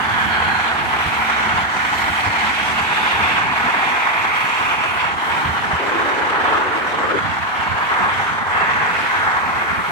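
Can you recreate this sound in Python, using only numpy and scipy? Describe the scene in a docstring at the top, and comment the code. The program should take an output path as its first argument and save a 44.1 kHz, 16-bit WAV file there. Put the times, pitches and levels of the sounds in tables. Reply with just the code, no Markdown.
"""On a footbridge over a busy motorway: tyres roar and hiss, each car a swell of filtered noise.
Single treads sing as gliding noise bands; engines rumble as bass noise under a diesel truck's firing orders.
A tipper's empty bed booms in short noise bursts, and the low mids open up for a moment.
Wind puffs are brief low noise and soft bumps are damped sines, at two microphone ports."""
import sys
import numpy as np
from scipy import signal
from scipy.fft import rfft, irfft, next_fast_len
from scipy.io import wavfile
from scipy.ndimage import uniform_filter1d, map_coordinates

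SR = 44100
rng = np.random.default_rng(int(sys.argv[2]) if len(sys.argv) > 2 else 0)


def generate_wav(sig):
    """Save sig (samples, or channels by samples) to the path in sys.argv[1] as 16-bit PCM at SR."""
    pcm = np.round(np.clip(np.atleast_2d(sig).T, -1, 1) * 32767).astype(np.int16)
    wavfile.write(sys.argv[1], SR, pcm)


N = 437031
FFT_SIZE = 2048  # samples in each short-time spectrum
STEP = 64  # samples between points of the slow curves


def amp(db):
    """Decibels to gain."""
    return 10 ** (np.asarray(db) / 20)


def unit(x):
    """Scaled to rms 1."""
    return x / np.sqrt(np.mean(x ** 2) + 1e-20)


def seconds():
    """The time of each sample."""
    return np.arange(N) / SR


def ramp(start_s, length_s):
    """Rises from 0 to 1 over length_s."""
    return np.clip((seconds() - start_s) / length_s, 0, 1)


def bell(t, middle_s, half_length_s):
    """A smooth bump of height 1, down to 1/e at half_length_s either side."""
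    return np.exp(-np.minimum(((t - middle_s) / half_length_s) ** 2, 20))


def pan_gain(left_minus_right_db):
    """Gains for left and right that share a level difference equally."""
    return amp(np.outer([.5, -.5], left_minus_right_db))


def level_at(points):
    """The level of (s, dB) points at each sample."""
    return np.interp(seconds(), *np.transpose(points))


def along(points, hz):
    """Each column of (Hz, ..) points, read on a log axis."""
    point_hz, *columns = np.transpose(points)
    return [np.interp(np.log(hz + 1), np.log(point_hz + 1), column) for column in columns]


def wobble(rate_hz):
    """A smooth random curve, rate_hz knots a second."""
    knots = rng.standard_normal(int(N * rate_hz / SR) + 4)
    coarse = np.arange(0, N + STEP, STEP)
    curve = map_coordinates(knots, [coarse * rate_hz / SR], mode="nearest")
    return np.interp(np.arange(N), coarse, curve)


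# How the tyre sound meets the two ports: pitch_hz, likeness (0-1), left_lead_rad
TYRE_PORTS = [(400, 0.68, 0.18), (620, 0.29, 0.08), (760, 0.78, 0.32), (983, 0.81, 1.13), (1240, 0.7, 1.87),
              (1544, 0.46, 2.13), (1790, 0.51, 3.1), (2250, 0.61, 5.97), (2710, 0.4, 8.17),
              (2980, 0.55, 9.4), (3300, 0.27, 12.6), (3800, 0, 15.1), (4380, 0.33, 18.55), (6000, 0, 25)]
# Traffic bearing: time_s, delay_scale (times the usual lead), likeness_scale (times the usual likeness)
TRAFFIC_BEARING = [(0, 0.99, 0.66), (2.2, 1.07, 0.95), (2.9, 0.95, 1.14), (3.8, 0.972, 0.88),
                   (4.8, 1.02, 1.2), (5.6, 1.07, 0.5), (7, 1.06, 0.13), (7.7, 1, .25), (8.1, .98, 0.6),
                   (9.91, 1.01, 0.71)]
FOCUS_FROM_HZ, FOCUS_FULL_HZ = 970, 1700  # scattered traffic blurs only the short waves


def at_ports(spectra, ports):
    """Two unrelated noises become left and right, alike and delayed as the bearing of the traffic moves."""
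    hz = np.linspace(0, SR / 2, spectra.shape[1])[:, None]
    frame_s = np.linspace(0, N / SR, spectra.shape[2])
    point_s, *columns = np.transpose(TRAFFIC_BEARING)
    delay, focus = (np.interp(frame_s, point_s, column) for column in columns)
    # stretching the frequency axis stretches the delay
    alike, lead = along(ports, hz * delay)
    focused = np.interp(hz, [FOCUS_FROM_HZ, FOCUS_FULL_HZ], [0, 1])
    alike = np.clip(alike * (1 + (focus - 1) * focused), 0, 1)
    left = spectra[0]
    right = alike * left + np.sqrt(1 - alike ** 2) * spectra[1]
    return np.array([left, right * np.exp(-1j * lead)])


def rush(spectrum, ports, patchy_db, pan=None):
    """Stereo noise of rms 1, with drifting patches of gain as paths add and cancel."""
    spectra = signal.stft(rng.standard_normal((2, N)), nperseg=FFT_SIZE)[2]
    hz = np.linspace(0, SR / 2, spectra.shape[1])
    patches = rng.standard_normal(spectra.shape[1:])
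    patches = uniform_filter1d(patches, size=14, axis=0)  # across pitch
    patches = uniform_filter1d(patches, size=6, axis=1)  # across time
    spectra = at_ports(spectra, ports)
    if pan is not None:
        spectra = spectra * pan_gain(along(pan, hz)[0])[:, :, None]
    tone_db = along(spectrum, hz)[0][:, None]
    spectra = spectra * amp(tone_db + patchy_db * unit(patches))
    return unit(signal.istft(spectra, nperseg=FFT_SIZE)[1][:, :N])


# Wind puffs: middle_s, half_length_s, level_db, left_minus_right_db
WIND_PUFFS = [(.14, 0.023, -31, -9), (1.07, .025, -33, -7), (1.557, .03, -33, -1), (2.27, 0.031, -32, 3),
              (3.24, .09, -33, 2), (3.5, 0.032, -32, 7), (4.447, .022, -35, -12), (5.475, 0.025, -26, -1),
              (7.2, .07, -37.5, -12), (7.723, 0.028, -35, -21), (8.19, .05, -38, -16)]
# Tone of a puff: pitch_hz, relative level_db per Hz
WIND_TONE = [(20, -24), (50, -19), (80, 7.5), (120, 1), (190, -4.5), (300, -16.5), (600, -57)]


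def wind():
    """Short eddies bump the microphone ports: brief swells of low noise."""
    t = seconds()
    swell = sum(amp(db) * pan_gain(pan_db) * bell(t, middle_s, half_s)
                for middle_s, half_s, db, pan_db in WIND_PUFFS)
    return swell * rush(WIND_TONE, [(30, .3, 0), (100, 0.78, 0)], patchy_db=2)


# Soft bumps: start_s, gain_db on the body's ring, left_minus_right_db
SOFT_BUMPS = [(1.062, -17.5, -7), (2.099, -19, 1), (2.811, -24, 2), (5.456, -17, 0), (5.492, -17, -3),
              (5.733, -16, -6)]
# Resonances of the body that holds the microphones: pitch_hz, relative level_db, t60_s (time to fall 60 dB)
BODY_MODES = [(81, -1.5, 0.14), (127, 2.5, 0.064), (170, 0.5, 0.067), (255, -5, 0.044)]


def bumps():
    """A soft touch sets off a few heavily damped cycles in the microphones' body."""
    out = np.zeros((2, N))
    t = np.arange(SR // 4) / SR
    ring = sum(amp(db - 60 * t / t60_s) * np.sin(2 * np.pi * hz * t) for hz, db, t60_s in BODY_MODES)
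    thud = ring * (1 - np.exp(-t / 0.0054))  # soft onset
    for start_s, db, pan_db in SOFT_BUMPS:
        out[:, round(start_s * SR):][:, :len(t)] += amp(db) * pan_gain(pan_db) * thud
    return out


# Tone of the hollow rush: pitch_hz, relative level_db per Hz
HOLLOW_SPECTRUM = [(140, -30), (240, -6.5), (330, 1), (450, 0.5), (600, -1.5), (750, -16), (1000, -68)]
# Hollow rush while it is open: time_s, level_db
HOLLOW_CURVE = [(5.8, -27.5), (6.2, -27.5), (6.42, -30), (6.6, -26), (6.85, -29), (7.15, -26)]
HOLLOW_ON_S, HOLLOW_OFF_S, HOLLOW_EDGE_S = 5.79, 7.19, 0.012


def hollow():
    """The low mids open up, swell, then close again: a gated band of noise."""
    opening = ramp(HOLLOW_ON_S, HOLLOW_EDGE_S)
    closing = ramp(HOLLOW_OFF_S - HOLLOW_EDGE_S, HOLLOW_EDGE_S)
    level_db = level_at(HOLLOW_CURVE) + 0.69 * wobble(40)
    pan = [(220, -2), (400, 3.5), (600, 2.0)]  # pitch_hz, left_minus_right_db
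    noise = rush(HOLLOW_SPECTRUM, [(400, 0.41, 0.0053)], patchy_db=1.8, pan=pan)
    return amp(level_db) * (opening - closing) * noise


# Tone of the blurred engines: pitch_hz, relative level_db per Hz
RUMBLE_SPECTRUM = [(20, -34), (48, -41), (60, -17.5), (73, 11.5), (90, -0.5), (115, -6), (160, -3.5),
                   (215, -2), (290, -8), (400, -10), (700, -54)]
# Engine rumble, before the left side is turned down: time_s, level_db
RUMBLE_CURVE = [(0, -33), (1.8, -34), (3.3, -32.5), (3.9, -35), (4.5, -33.5), (5.2, -33.5), (6.3, -33),
                (7.3, -31.5), (8.3, -32), (9.1, -32), (9.91, -31.5)]
# Harmonics of the truck: order (multiple of the firing rate), relative level_db
FIRING_ORDERS = [(1, 3), (2, -4), (3, 6), (4, -3)]
# the truck holds its level and mean pitch, then sinks in both as it goes under the bridge
TRUCK_PASS_S, TRUCK_DB, TRUCK_FADE_DB_PER_S = 2.8, -37, 17
FIRING_HZ, SAG_HZ_PER_S = 73.2, 2.46
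# the bass thins out on the left: when, how fast, left gain before and after
THIN_S, THIN_TAKES_S, LEFT_BEFORE_DB, LEFT_AFTER_DB = 3.85, 0.22, -5, -23


def engines():
    """Many exhausts blur into a rumble; the truck's firing orders stand out and sink as it passes."""
    rumble_db = level_at(RUMBLE_CURVE) + 0.31 * wobble(7.9) + 2.0 * wobble(30)
    rumble = amp(rumble_db) * rush(RUMBLE_SPECTRUM, [(100, 0.38, 0.081)], patchy_db=1.55)
    gone_s = np.maximum(seconds() - TRUCK_PASS_S, 0)
    firing_hz = FIRING_HZ - SAG_HZ_PER_S * gone_s
    truck_db = TRUCK_DB - TRUCK_FADE_DB_PER_S * gone_s
    unsteady = 1 + 0.0201 * wobble(21.85) + 0.015 * wobble(3)
    crank = 2 * np.pi * np.cumsum(firing_hz * unsteady) / SR
    diesel = sum(amp(db + 2.8 * wobble(15)) * np.sin(order * crank + 0.75 * wobble(25.08))
                 for order, db in FIRING_ORDERS)
    left_db = LEFT_BEFORE_DB + (LEFT_AFTER_DB - LEFT_BEFORE_DB) * ramp(THIN_S, THIN_TAKES_S)
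    return (rumble + amp(truck_db) * unit(diesel)) * amp([left_db, np.zeros(N)])


# Booms of the empty bed: start_s, peak level_db
BED_BOOMS = [(3.49, -30), (3.635, -30.5), (3.76, -31), (3.9, -33)]
# Tone of the steel bed: pitch_hz, relative level_db per Hz
BED_SPECTRUM = [(120, -30), (190, -1.5), (230, 4), (290, -5), (420, -19), (700, -52)]
BOOM_PEAK_S = 0.015  # rise of one boom


def booms():
    """Each jolt sets the tipper's steel bed drumming: noise that rises fast and decays."""
    swell = 0
    for start_s, db in BED_BOOMS:
        age = np.maximum(seconds() - start_s, 0) / BOOM_PEAK_S
        swell = swell + amp(db) * age * np.exp(1 - age)
    return swell * rush(BED_SPECTRUM, [(230, 0.82, .1)], patchy_db=1)


# Singing treads: start_s, end_s, start_hz, end_hz, width (share of start_hz), level_db before trim and swell
SINGING_TREADS = [(0, .77, 1640, 1520, 0.19, -21), (0, .7, 2247, 2110, .25, -31.5),
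                  (0, 1.301, 860, 781, 0.26, -32.5), (0.285, .72, 4250, 4030, 0.095, -37.5),
                  (0, 0.599, 3280, 3010, 0.16, -32), (0.899, 2.001, 1430, 1472, 0.21, -27),
                  (1.05, 2.801, 1850, 1800, 0.22, -28.5), (0.981, 1.549, 2280, 2230, 0.19, -30),
                  (1.999, 3.099, 2144, 2267, .42, -29.5), (2.849, 3.449, 3610, 3400, 0.1, -33.5),
                  (2.952, 3.549, 2500, 2334, 0.35, -25.5), (3.201, 4.7, 2049, 2252, 0.39, -23.5),
                  (4.3, 5.101, 2620, 2563, 0.23, -26), (3.85, 5.101, 1120, 1202, .35, -26),
                  (5.248, 5.649, 1500, 1345, 0.54, -28), (5.8, 7, 1400, 1200, 0.47, -24.5),
                  (6.42, 6.699, 1200, 1022, 0.35, -22.5), (7.4, 7.9, 1250, 1100, 0.54, -29),
                  (7.839, 8.071, 1807, 1652, 0.46, -26), (7.88, 8.14, 1148, 1000, 0.31, -22.5),
                  (8.05, 8.329, 1667, 1543, 0.59, -24.5), (8.49, 8.951, 1798, 1698, 0.35, -20.5),
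                  (8.521, 9.249, 2480, 2305, 0.23, -30), (8.799, 9.5, 1696, 1479, 0.53, -22),
                  (9.301, 9.9, 2300, 2153, 0.3, -31)]
TREAD_TRIM_DB = -1.7
TREAD_SWELL = 0.44  # below 1, the song comes up fast and holds
TREAD_FLUTTER_DB = 1.7  # a tread sings unevenly over the asphalt
TREAD_PAN_DB = -3  # left minus right, at the start
PAN_DB_PER_S = 0.19  # treads and tyres drift leftward


def treads():
    """Irregular tread blocks sing as a narrow noise band that glides and swells as the car goes by."""
    out = np.zeros((2, N))
    for start_s, end_s, start_hz, end_hz, width, db in SINGING_TREADS:
        first, last = max(0, int(start_s * SR)), min(N, int(end_s * SR))
        u = np.linspace(0, 1, last - first)
        narrow = signal.butter(3, width * start_hz / 2, fs=SR, output="sos")
        noise = rng.standard_normal((2, len(u))) + 1j * rng.standard_normal((2, len(u)))
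        blocks = signal.sosfilt(narrow, noise)
        # shift the band up to the gliding pitch
        glide_hz = start_hz + (end_hz - start_hz) * u
        turn = np.exp(2j * np.pi * np.cumsum(glide_hz) / SR)
        swell = np.abs(np.sin(np.pi * u)) ** TREAD_SWELL
        out[:, first:last] += amp(db + TREAD_TRIM_DB) * swell * unit((blocks * turn).real)
    spectra = signal.stft(out * amp(TREAD_FLUTTER_DB * wobble(45)), nperseg=FFT_SIZE)[2]
    pair = signal.istft(at_ports(spectra, TYRE_PORTS), nperseg=FFT_SIZE)[1][:, :N]
    return pair * pan_gain(TREAD_PAN_DB + PAN_DB_PER_S * seconds())


# Brief dips in the tyre sound: middle_s, half_length_s, depth_db
TYRE_DIPS = [(1.684, .035, 1.5), (3.49, 0.05, 1.5), (5.163, 0.06, 2), (6.69, 0.05, 1.5),
             (8.412, 0.085, 1.5)]
DIP_TREBLE = 1.8  # hiss, air and sizzle dip this many times as deep, in dB


def dip_db(t):
    """How far the tyre sound sinks in the lulls."""
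    return sum(db * bell(t, middle_s, half_s) for middle_s, half_s, db in TYRE_DIPS)


# Finest spray of the tyre hiss: pitch_hz, relative level_db per Hz
SIZZLE_SPECTRUM = [(5000, -40), (7500, -2), (9600, -1), (12500, -1), (15700, -11)]
# Highest treble, before trim and dips: time_s, level_db
SIZZLE_CURVE = [(0.0, -54), (0.94, -55), (1.02, -49), (1.63, -57), (2.04, -49), (2.9, -54), (3.01, -49),
                (3.42, -57.5), (4.72, -51), (5.13, -57), (5.24, -50), (5.74, -58), (7.51, -62), (7.7, -56),
                (8.75, -61), (9.08, -55), (9.49, -57.5), (9.91, -51)]


def sizzle():
    """The highest treble of the tyre hiss swells and fades apart from the roar, as thin bright noise."""
    level_db = level_at(SIZZLE_CURVE) + 1.3 * wobble(12)
    level_db = level_db + 1.7 - DIP_TREBLE * dip_db(seconds())
    return amp(level_db) * rush(SIZZLE_SPECTRUM, [(8000, .12, 0)], patchy_db=3.5)


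# Vehicles passing the bridge: nearest_s, passing_s (distance over speed), then levels when nearest, before
# dips and trims: roar_db (treads), hiss_db (grooves), air_db (air round the body)
VEHICLE_PASSES = [(.25, 0.54, -26, -29.5, -41), (1.2, 0.56, -25, -27.5, -42.5),
                  (1.98, 0.25, -41, -45, -40.5), (2.5, 0.82, -26, -24.5, -37),
                  (3.18, 0.35, -20.5, -26, -42), (3.93, 0.26, -22.5, -26.5, -43),
                  (4.57, 0.26, -27, -27.5, -40), (5.03, 0.055, -23, -25, -47),
                  (5.42, 0.28, -24, -30.5, -44), (6.05, 0.2, -25, -29, -45),
                  (6.52, 0.16, -19.5, -28.5, -45.5), (7.3, 0.63, -37, -33, -56),
                  (8, 0.13, -18.5, -30.5, -44), (8.22, 0.11, -26, -30.5, -43),
                  (8.61, 0.12, -21, -32.5, -47), (8.82, 0.051, -19.5, -34, -46), (9, 0.13, -28, -29, -41),
                  (9.25, 0.14, -19.5, -36, -44), (9.62, 0.18, -24, -46, -50)]
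FAR_ROAR_DB, FAR_HISS_DB, FAR_AIR_DB = -21.5, -32, -43.5  # steady stream further along, before dips and trims
FALL_DB = 28.5  # lost at ten times the distance, as a tyre beams its sound


def traffic():
    """Levels in dB of roar, hiss and air: each vehicle swells and fades with distance, over the far stream."""
    t = seconds()[::STEP]
    power = amp([[FAR_ROAR_DB], [FAR_HISS_DB], [FAR_AIR_DB]]) ** 2
    for nearest_s, passing_s, *levels_db in VEHICLE_PASSES:
        distance = np.sqrt(1 + ((t - nearest_s) / passing_s) ** 2)  # 1 when nearest
        fall = amp(-FALL_DB * np.log10(distance))
        power = power + np.outer(amp(levels_db), fall) ** 2
    levels = 10 * np.log10(power) - np.outer([1, DIP_TREBLE, DIP_TREBLE], dip_db(t))
    return [np.interp(seconds(), t, level) for level in levels]


# Tread roar of cars: pitch_hz, relative level_db per Hz
CAR_ROAR = [(150, -59), (280, -24), (420, -11), (590, -12), (680, -6), (780, -3), (930, 1), (1150, 1.5),
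            (1750, -1.5), (2050, -7), (2600, -26), (4000, -67)]
# Tread roar of heavy wheels: pitch_hz, relative level_db per Hz
TRUCK_ROAR = [(150, -46), (280, -15), (420, -13), (590, -13), (680, -5), (780, 0), (930, 1.5), (1150, -0.5),
              (1750, -0.5), (2050, -5.5), (2600, -29), (4000, -62)]
# Hiss of the tread grooves: pitch_hz, relative level_db per Hz
GROOVE_HISS = [(1300, -42), (1850, -2), (2200, 2.5), (2550, 0.3), (3000, -2.5), (3500, -6.5), (4300, -14),
               (5000, -23.5), (7000, -45)]
# Air rushing round the bodies: pitch_hz, relative level_db per Hz
BODY_AIR = [(2000, -16), (2900, 8.5), (3400, 3.5), (4200, 3), (4900, 0.5), (6100, 1), (6800, -1.5),
            (8100, -2), (9600, -10), (12000, -17.5), (15700, -22)]
# Balance of roar and hiss: pitch_hz, left_minus_right_db
ROAD_BALANCE = [(250, 11.5), (420, 5.5), (570, 0), (720, -0.5), (1300, -1.5), (2400, -2.5), (3500, -1),
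                (5000, 2)]
HEAVY_S, HEAVY_SPREAD_S = 2.3, 3.4  # heavy wheels dominate around this time
FLUTTER_DB = 0.18  # slower unevenness of the asphalt
PAN_START_DB = -0.5  # left minus right, added to the road balance


def tyres():
    """Roar, hiss and rushing air are noise bands; uneven asphalt flutters them together, and each on its own."""
    roar_db, hiss_db, air_db = traffic()
    heavy = bell_share = np.exp(-((seconds() - HEAVY_S) / HEAVY_SPREAD_S) ** 2)
    cars = rush(CAR_ROAR, TYRE_PORTS, patchy_db=1.3, pan=ROAD_BALANCE)
    trucks = rush(TRUCK_ROAR, TYRE_PORTS, patchy_db=0.82, pan=ROAD_BALANCE)
    wheels = np.sqrt(1 - heavy) * cars + np.sqrt(heavy) * trucks
    flutter = FLUTTER_DB * wobble(30) + 0.91 * wobble(95)
    # the constant in each line is a small level trim
    roar = amp(roar_db - 0.32 + flutter + 1.21 * wobble(55)) * wheels
    grooves = rush(GROOVE_HISS, TYRE_PORTS, patchy_db=1.63, pan=ROAD_BALANCE)
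    hiss = amp(hiss_db - 1.27 + flutter + 1.0 * wobble(36)) * grooves
    air = amp(air_db - 0.05 + flutter + 0.73 * wobble(22)) * rush(BODY_AIR, TYRE_PORTS, patchy_db=1.74)
    return (roar + hiss + air) * pan_gain(PAN_START_DB + PAN_DB_PER_S * seconds())


def scene():
    """Everything that reaches the bridge."""
    return wind() + bumps() + hollow() + engines() + booms() + treads() + sizzle() + tyres()


TOP_HZ = 15750


def record(dry):
    """The microphones pass nothing from their band limit, TOP_HZ, upwards."""
    size = next_fast_len(N + SR // 2)
    passed = np.fft.rfftfreq(size, 1 / SR) < TOP_HZ
    return irfft(rfft(dry, size) * passed, size)[:, :N]


dry = scene()
out = record(dry)
generate_wav(out)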